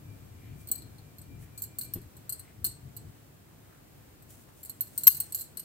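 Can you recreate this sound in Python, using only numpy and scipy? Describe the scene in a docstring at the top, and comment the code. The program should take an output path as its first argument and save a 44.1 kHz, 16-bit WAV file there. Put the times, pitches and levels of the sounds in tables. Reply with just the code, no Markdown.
"""Glass bangles clink and rattle on the wrists of hands sewing a small woollen piece in a small room.
Each touch is a brief crack and a bright ring of glass; one hard clash overloads the close microphone.
Yarn hisses through the wool, fingers brush, and forearms rub and bump on the cloth-covered table.
Underneath, the room hums, and a faint thin tone comes and goes for the first two seconds."""
import sys
import numpy as np
from scipy import signal
from scipy.fft import rfft, irfft, next_fast_len
from scipy.io import wavfile
from scipy.ndimage import uniform_filter1d, map_coordinates

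SR = 44100
rng = np.random.default_rng(int(sys.argv[2]) if len(sys.argv) > 2 else 0)


def unload_wav(signal):
    """Save mono or channel-first audio to the path in sys.argv[1] as 16-bit WAV at rate SR, clipped to [-1, 1]."""
    wavfile.write(
        sys.argv[1],
        SR,
        np.round(np.clip(np.atleast_2d(signal).T, -1, 1) * 32767).astype(np.int16),
    )


N = 248724
TIME_S = np.arange(N) / SR


def amp(db):
    return 10 ** (np.asarray(db) / 20)


def unit_rms(x):
    return x / np.sqrt(np.mean(x ** 2) + 1e-20)


def along(points, hz):
    """Read (freq_hz, value) points on a log frequency axis."""
    freqs, values = np.transpose(points)
    return np.interp(np.log(hz + 1), np.log(freqs + 1), values)


def wobble(rate_hz):
    """A smooth random curve with rate_hz knots a second."""
    knots = rng.standard_normal(int(N * rate_hz / SR) + 4)
    return map_coordinates(knots, [TIME_S * rate_hz])


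def swells(rows):
    """Bell-shaped humps of gain from (centre_s, width_s, level_db) rows."""
    return sum(amp(db) * np.exp(-2 * ((TIME_S - centre) / width) ** 2) for centre, width, db in rows)


def decay(t, t60):
    """An envelope that loses 60 dB in t60 seconds."""
    return np.exp(-np.log(1000) * t / t60)


def filtered(x, response):
    """Equalise x with a gain given as a function of frequency."""
    n = x.shape[-1]
    padded = next_fast_len(n + 8192)
    return irfft(rfft(x, padded) * response(np.fft.rfftfreq(padded, 1 / SR)), padded)[..., :n]


def panned(pan_db):
    """Left and right gains for a level difference; positive is left."""
    return amp(np.array([[.5], [-.5]]) * pan_db)


def noise(spectrum, correlation, pan):
    """Stereo noise with colour, width and pan set by frequency; its mono mix has rms 1."""
    def mid_side_gains(hz):
        angle = np.arccos(np.clip(along(correlation, hz), -1, 1)) / 2
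        return amp(along(spectrum, hz)) * [np.cos(angle), np.sin(angle)]
    mid, side = filtered(rng.standard_normal((2, N)), mid_side_gains)
    pair = filtered(np.array([mid + side, mid - side]), lambda hz: panned(along(pan, hz)))
    return pair / np.std(pair.mean(0))


def add(track, start_s, sound):
    """Mix a stereo sound into the track."""
    part = track[:, max(round(start_s * SR), 0):][:, :sound.shape[1]]
    part += sound[:, :part.shape[1]]


# Colour of the room's air: freq_hz, gain_db
AIR_SPECTRUM = [(15, -52), (25, -18.5), (43, -9.5), (129, -2.5), (198, -10), (282, -9), (410, -13.5),
                (495, -15.5), (684, -17.5), (895, -20.5), (1710, -24), (3500, -29), (6000, -31),
                (8300, -27.5), (10300, -32.5), (13000, -27), (15500, -28.5)]
# How alike the air is left and right: freq_hz, correlation
AIR_CORRELATION = [(60, 0.41), (150, 0.77), (380, 0.16), (950, -0.036), (2380, 0.071), (5980, -0.24),
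                   (15000, 0.07)]
# Balance of the air: freq_hz, pan_db
AIR_PAN = [(60, 0.5), (240, 0.5), (950, 1.5), (3770, 1), (15000, -1.5)]
# Steady hum tones: pitch_hz, level_db
HUM_TONES = [(98.5, -65), (699.8, -85)]


def room_tone():
    """A bed of bass-heavy hiss and hum, both drifting gently in level."""
    air = amp(-57.2 + .45 * wobble(5)) * noise(AIR_SPECTRUM, AIR_CORRELATION, AIR_PAN)
    hum = sum(amp(db + 1.8 * wobble(2.94)) * np.sin(2 * np.pi * hz * TIME_S + .5 * wobble(5.5))
              for hz, db in HUM_TONES)
    return air + hum * panned(1)


# Steady rub of the resting arms: time_s, relative_db
ARM_REST = [(0, -47.5), (2.05, -50.5), (2.25, -52.5), (3.1, -57), (3.4, -62.5), (5.64, -59)]
# An arm shifts on the table: centre_s, width_s, relative_db
ARM_SHIFTS = [(0.125, 0.084, -48.5), (0.52, 0.1, -46), (0.82, 0.098, -49.5), (1.37, 0.12, -45),
              (1.92, 0.18, -52.5), (2.67, 0.13, -47), (2.87, 0.061, -46.5), (3.04, 0.098, -45),
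              (4.28, 0.15, -60)]
# Low rumble of the rub: freq_hz, gain_db
RUB_SPECTRUM = [(15, -47), (25, -25.5), (102, -0.5), (151, -6.5), (189, -16), (287, -15), (369, -26),
                (467, -26), (530, -56.5), (700, -29), (910, -73), (1540, -120)]
# Soft bumps on the table: start_s, relative_db
TABLE_BUMPS = [(0.699, -43.5), (1.956, -34), (1.969, -44), (2.663, -45)]
# Dull body of a bump: freq_hz, gain_db
THUD_SPECTRUM = [(60, -2), (130, 3), (230, -2), (360, 0), (500, -18), (1500, -34), (3000, -30), (8000, -69)]


def arms():
    """Forearms rub on the padded table, louder whenever they shift, and now and then bump it."""
    effort = amp(np.interp(TIME_S, *np.transpose(ARM_REST))) + swells(ARM_SHIFTS)
    rub = noise(RUB_SPECTRUM, correlation=[(30, 0.69), (100, 0.98), (500, 0.3)], pan=[(100, 5)])
    out = amp(-4) * effort * rub
    t = np.arange(SR // 5) / SR
    envelope = decay(t, 0.15) * (1 - np.exp(-t / 0.002))
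    for start_s, db in TABLE_BUMPS:
        thud = filtered(rng.standard_normal(len(t)), lambda hz: amp(along(THUD_SPECTRUM, hz)))
        add(out, start_s, amp(db - 1) * panned(2) * unit_rms(thud) * envelope)
    return out


# Soft pulses of the thin tone: centre_s, level_db
TONE_PULSES = [(0.115, -73), (0.47, -73.5), (0.62, -75), (0.78, -76), (1.08, -82), (1.33, -71),
               (1.57, -74.5), (1.73, -75), (1.87, -71.5)]


def thin_tone(pitch_hz=2373, pulse_s=0.053, bed_db=-82, end_s=1.95):
    """A faint, wavering tone off to the left swells unevenly, lingers between pulses, then stops."""
    hz = pitch_hz + 4 * wobble(14)
    bed = amp(bed_db) * (TIME_S < end_s)
    pulses = swells([(centre_s, pulse_s, db) for centre_s, db in TONE_PULSES])
    return (bed + pulses) * np.sin(2 * np.pi * np.cumsum(hz) / SR) * panned(19)


# Finger brushes: centre_s, width_s, peak_hz, level_db
FINGER_BRUSHES = [(0.475, 0.13, 2240, -67), (1.452, 0.08, 1950, -69), (2.478, 0.064, 2130, -64.5),
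                  (3.525, .1, 990, -71), (3.723, 0.15, 1440, -68.5), (4.492, 0.028, 1020, -63.5)]


def fingers():
    """Fingers brush skin and cloth, each pass a soft, dull swell of grainy noise."""
    out = np.zeros((2, N))
    for centre_s, width_s, hz, db in FINGER_BRUSHES:
        band = [(hz / 4, -35), (hz * 0.99, -6), (hz, 0), (hz * 0.86, -6), (hz * 3, -30)]
        out += swells([(centre_s, width_s, db)]) * noise(band, correlation=[(hz, .4)], pan=[(hz, 2)])
    grain = unit_rms(amp(2.7 * wobble(200)))
    return out * grain


# Yarn drawn through the wool: centre_s, width_s, level_db
YARN_STROKES = [(0.61, 0.049, -58.5), (1.425, .04, -56.5), (4.311, 0.029, -55), (4.342, 0.054, -57),
                (4.41, 0.05, -60.5), (4.593, 0.061, -59), (5.12, 0.34, -52.5)]
# Bright hiss of the fibres: freq_hz, gain_db
WOOL_SPECTRUM = [(1000, -14), (2000, -8), (4500, -9), (8000, 1.5), (12000, -2), (15500, 0.5)]


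def wool():
    """Fibres catch and slip under each stroke, giving a grainy hiss."""
    grain = amp(2.4 * wobble(390))
    hiss = noise(WOOL_SPECTRUM, correlation=[(4000, 0.32)], pan=[(4000, 0.56)])
    return swells(YARN_STROKES) * unit_rms(grain * hiss)


# Ringing modes of a glass bangle: pitch_hz, relative_db, base_t60_s
GLASS_MODES = [(1512, -16, 0.035), (2895, -13, 0.051), (4139, -4, 0.079), (4344, 2.5, 0.038),
               (4680, -13, 0.13), (5370, -9, 0.017), (6470, -9, 0.042), (6700, -17.5, 0.052),
               (7445, -6.5, 0.052), (7890, -3.5, 0.07), (8322, -0.5, 0.039), (8760, -2, 0.043),
               (9290, -2, 0.023), (9950, -6, 0.024), (11100, -7.5, 0.031), (11800, -7, 0.039),
               (11940, -7.5, 0.019), (12544, -2, 0.044), (12870, -3, 0.028), (13340, 1.5, 0.026),
               (14020, -10.5, 0.023), (14700, 10, 0.023), (15300, -5.5, 0.028)]
# Crack of glass on glass: freq_hz, gain_db
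CRACK_SPECTRUM = [(1000, -5), (3300, -13), (6000, -3.5), (8000, 5.5), (12000, -5.5), (15500, -3.5)]


def glass(colour, damping, crack_db, crack_t60, scatter_db, detune_hz):
    """One contact: a brief crack, and modes that reach each channel at their own strength and phase."""
    t = np.arange(SR // 14) / SR
    hz, db, t60 = np.transpose(GLASS_MODES)
    strength = amp(db + colour(hz) + scatter_db * rng.standard_normal((2, len(hz))))
    pitch = hz + detune_hz * rng.standard_normal(len(hz))  # no two bangles are quite alike
    phase = rng.uniform(0, 2 * np.pi, (2, len(hz)))
    modes = np.exp(2j * np.pi * pitch[:, None] * t) * decay(t, t60[:, None] / damping)
    ring = ((strength * np.exp(1j * phase)) @ modes).imag
    crack = filtered(rng.standard_normal((2, len(t))),
                     lambda f: amp(along(CRACK_SPECTRUM, f) + colour(f)))
    attack = 1 - np.exp(-t / 0.00012)
    return (ring + amp(crack_db) * crack * decay(t, crack_t60)) * attack


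# Reverb time of the small room: freq_hz, t60_s
ROOM_DECAY = [(300, 0.63), (4000, 0.3), (8000, 0.28), (15000, 0.1)]


def in_room(sound, early_db, tail_db, early_t60):
    """Quick echoes off table and arms follow the direct sound, then the room's darkening tail."""
    hz, frame_s, bands = signal.stft(rng.standard_normal((2, SR // 3)), SR, nperseg=256)
    fade = amp(-60 * frame_s / along(ROOM_DECAY, hz)[:, None])
    tail = signal.istft(bands * fade, SR, nperseg=256)[1]
    t = np.arange(tail.shape[1]) / SR
    tail *= 1 - np.exp(-t / 0.013)
    early = rng.standard_normal(tail.shape) * decay(t, early_t60) * (t > .002)
    impulse = amp(early_db) * early / np.linalg.norm(early[0])
    impulse += amp(tail_db) * tail / np.linalg.norm(tail[0])
    impulse[:, 0] += 1  # direct sound
    return signal.fftconvolve(sound, impulse, axes=1)


def clink(level_db, lead_hz, top_db):
    """One clink in the room: harder contacts are brighter, and the place of touch favours one mode."""
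    force_db = level_db + 34  # zero for a firm contact
    low_db, mid_db = -15 - 0.33 * force_db, -10.5 - 0.2 * force_db
    tilt = [(4900, low_db), (7000, mid_db), (9500, mid_db), (11000, 0), (13400, 0), (14200, top_db)]
    near_lead = lambda hz, width_hz: np.exp(-((hz - lead_hz) / width_hz) ** 2)
    colour = lambda hz: along(tilt, hz) + 12 * near_lead(hz, 450) - 2 * near_lead(hz, 1100)
    ring = glass(colour, damping=1.33, crack_db=4, crack_t60=0.03, scatter_db=4.5, detune_hz=24.1)
    sound = in_room(ring, early_db=0, tail_db=-8.5, early_t60=0.054)
    return amp(level_db) * sound / np.std(sound[:, :SR // 100])  # the first 10 ms set the level


# Bangle hits, with a shelf on the top octave's upper modes: start_s, level_db, lead_hz, top_db, pan_db
BANGLE_CLINKS = [(0.6729, -45, 8600, -9, -3), (0.6865, -40.5, 8400, 3, -2), (0.7146, -23, 8100, -9, 1),
                 (0.7542, -41, 4200, -16, 6), (0.821, -51.5, 4200, -13, 2), (0.983, -57.5, 4200, -16, 5),
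                 (1.184, -49, 7650, -20, 2), (1.2146, -50.5, 8280, -18, 6), (1.5771, -41, 8050, -16, 3),
                 (1.6206, -32.5, 7600, -9, -3.5), (1.6362, -37, 7360, -12, -3), (1.7857, -30, 8570, -4, 6),
                 (1.8115, -35, 4260, -12, 1.5), (1.937, -30, 13000, -18, 3), (2.167, -51.5, 7700, -12, -2),
                 (2.2936, -31.5, 7940, -20, 2.5), (2.3238, -32.5, 8100, -18, 2.5),
                 (2.395, -43, 8370, -13, 4), (2.6439, -24.5, 8150, -12, 4), (2.6483, -29.5, 4120, -13, 3),
                 (2.6641, -30, 8310, -8, 0), (2.9662, -40, 8040, -8, 0), (4.2238, -56, 8000, -13, 0),
                 (4.6308, -41.5, 7460, -12.5, -4), (4.696, -36, 7430, -15, 0), (4.808, -24, 13290, -27, 2),
                 (4.9775, -26, 8440, -12, 0), (5.035, -28.5, 7640, -20, 2.5),
                 (5.1472, -34.5, 8200, -12, 1.5), (5.169, -36, 12770, -13, -1),
                 (5.2019, -24.5, 8340, -9, -1), (5.3229, -35.5, 8200, -19.5, -2),
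                 (5.3467, -27, 7400, -11, -3), (5.3868, -41.5, 8050, -25, 1), (5.4097, -36, 7200, -18, -4),
                 (5.5718, -36, 8420, -21, 7.5), (5.5954, -36, 8900, -22, 1)]


def bangles(settle_s=0.08, settle_loss_db=20, fade_db_per_s=110):
    """Bangles clink as the yarn is drawn, each hit trailed by two faint, duller touches as they settle."""
    out = np.zeros((2, N))
    settle_delays = settle_s * rng.random((len(BANGLE_CLINKS), 2))
    for (start_s, db, lead_hz, top_db, pan_db), delays in zip(BANGLE_CLINKS, settle_delays):
        add(out, start_s, panned(pan_db) * clink(db, lead_hz, top_db))
        for delay in delays:
            touch_db = db - settle_loss_db - fade_db_per_s * delay
            add(out, start_s + delay, panned(pan_db) * clink(touch_db, lead_hz, top_db))
    return out


# Bursts of bangle chatter: start_s, length_s, relative_db
BANGLE_RATTLES = [(0.758, .015, -50), (1.59, 0.052, -47), (1.82, 0.032, -44), (4.65, 0.016, -37),
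                  (4.99, 0.026, -42), (5.086, 0.048, -35), (5.351, 0.085, -40)]


def rattles(touches_per_s=130):
    """Bangles sliding along the arm touch many times at random, each touch a tightly damped tick."""
    out = np.zeros((2, N))
    colour = lambda hz: along([(4300, -10.5), (8000, -2.5), (12600, 8.5), (15000, -5)], hz)
    for start_s, length_s, db in BANGLE_RATTLES:
        for position, softness in rng.random((round(length_s * touches_per_s), 2)):
            ring = glass(colour, damping=4.7, crack_db=4, crack_t60=0.01, scatter_db=5.5, detune_hz=60)
            touch = in_room(ring, early_db=-2, tail_db=-2.5, early_t60=0.06)
            add(out, start_s + position * length_s, amp(db - 2.5 - 6.2 * softness) * touch)
    return out


# The hard clash and its rebounds: start_s, relative_db
CLASH_HITS = [(5.069, -8), (5.0714, 0.5), (5.0770, -3), (5.0783, 0)]
# How strongly the clash excites the glass: freq_hz, gain_db
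CLASH_EXCITATION = [(1500, -27), (2870, -24), (4130, -23), (4400, -31), (5400, -16), (6500, -14),
                    (7500, -26), (8300, -20.5), (9500, -20), (11100, -14), (12100, -17), (12550, 0),
                    (12750, 0), (13300, -11), (14200, -19), (14800, -27), (15400, -24)]


def clash():
    """The arm jerks the yarn tight and the bangles slam together, ringing mostly in two high modes."""
    out = np.zeros((2, N))
    colour = lambda hz: along(CLASH_EXCITATION, hz)
    for start_s, db in CLASH_HITS:
        ring = glass(colour, damping=1.1, crack_db=-6, crack_t60=.018, scatter_db=.5, detune_hz=2)
        ring /= np.abs(ring).max(axis=1, keepdims=True)
        hit = in_room(ring, early_db=-24, tail_db=-16.5, early_t60=0.03)
        add(out, start_s, amp(db - 0.5) * panned(6) * hit)
    return out


def scene():
    """Bright glass up front, soft handling noise behind it, the room underneath."""
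    glassware = bangles() + rattles() + clash()
    handling = arms() + wool() + fingers()
    return glassware + handling + room_tone() + thin_tone()


# Crackle of the overloaded microphone: freq_hz, gain_db
CRACKLE_SPECTRUM = [(100, -26.5), (300, -3.5), (600, -2.5), (1000, 2), (2200, 4.5), (3500, -3.5),
                    (15000, -4.5)]


def record(dry, crackle_threshold=0.45, cutoff_hz=15800):
    """The microphone clips at full scale, crackles while overloaded and loses the extreme treble."""
    clipped = np.clip(dry, -1, 1)
    overload = uniform_filter1d(np.clip(np.abs(dry) - crackle_threshold, 0, .5), 24, axis=1)
    crackle = filtered(rng.standard_normal(dry.shape), lambda hz: amp(along(CRACKLE_SPECTRUM, hz)))
    return filtered(clipped + 0.65 * overload * crackle, lambda hz: hz < cutoff_hz)


dry = scene()
out = record(dry)
unload_wav(out)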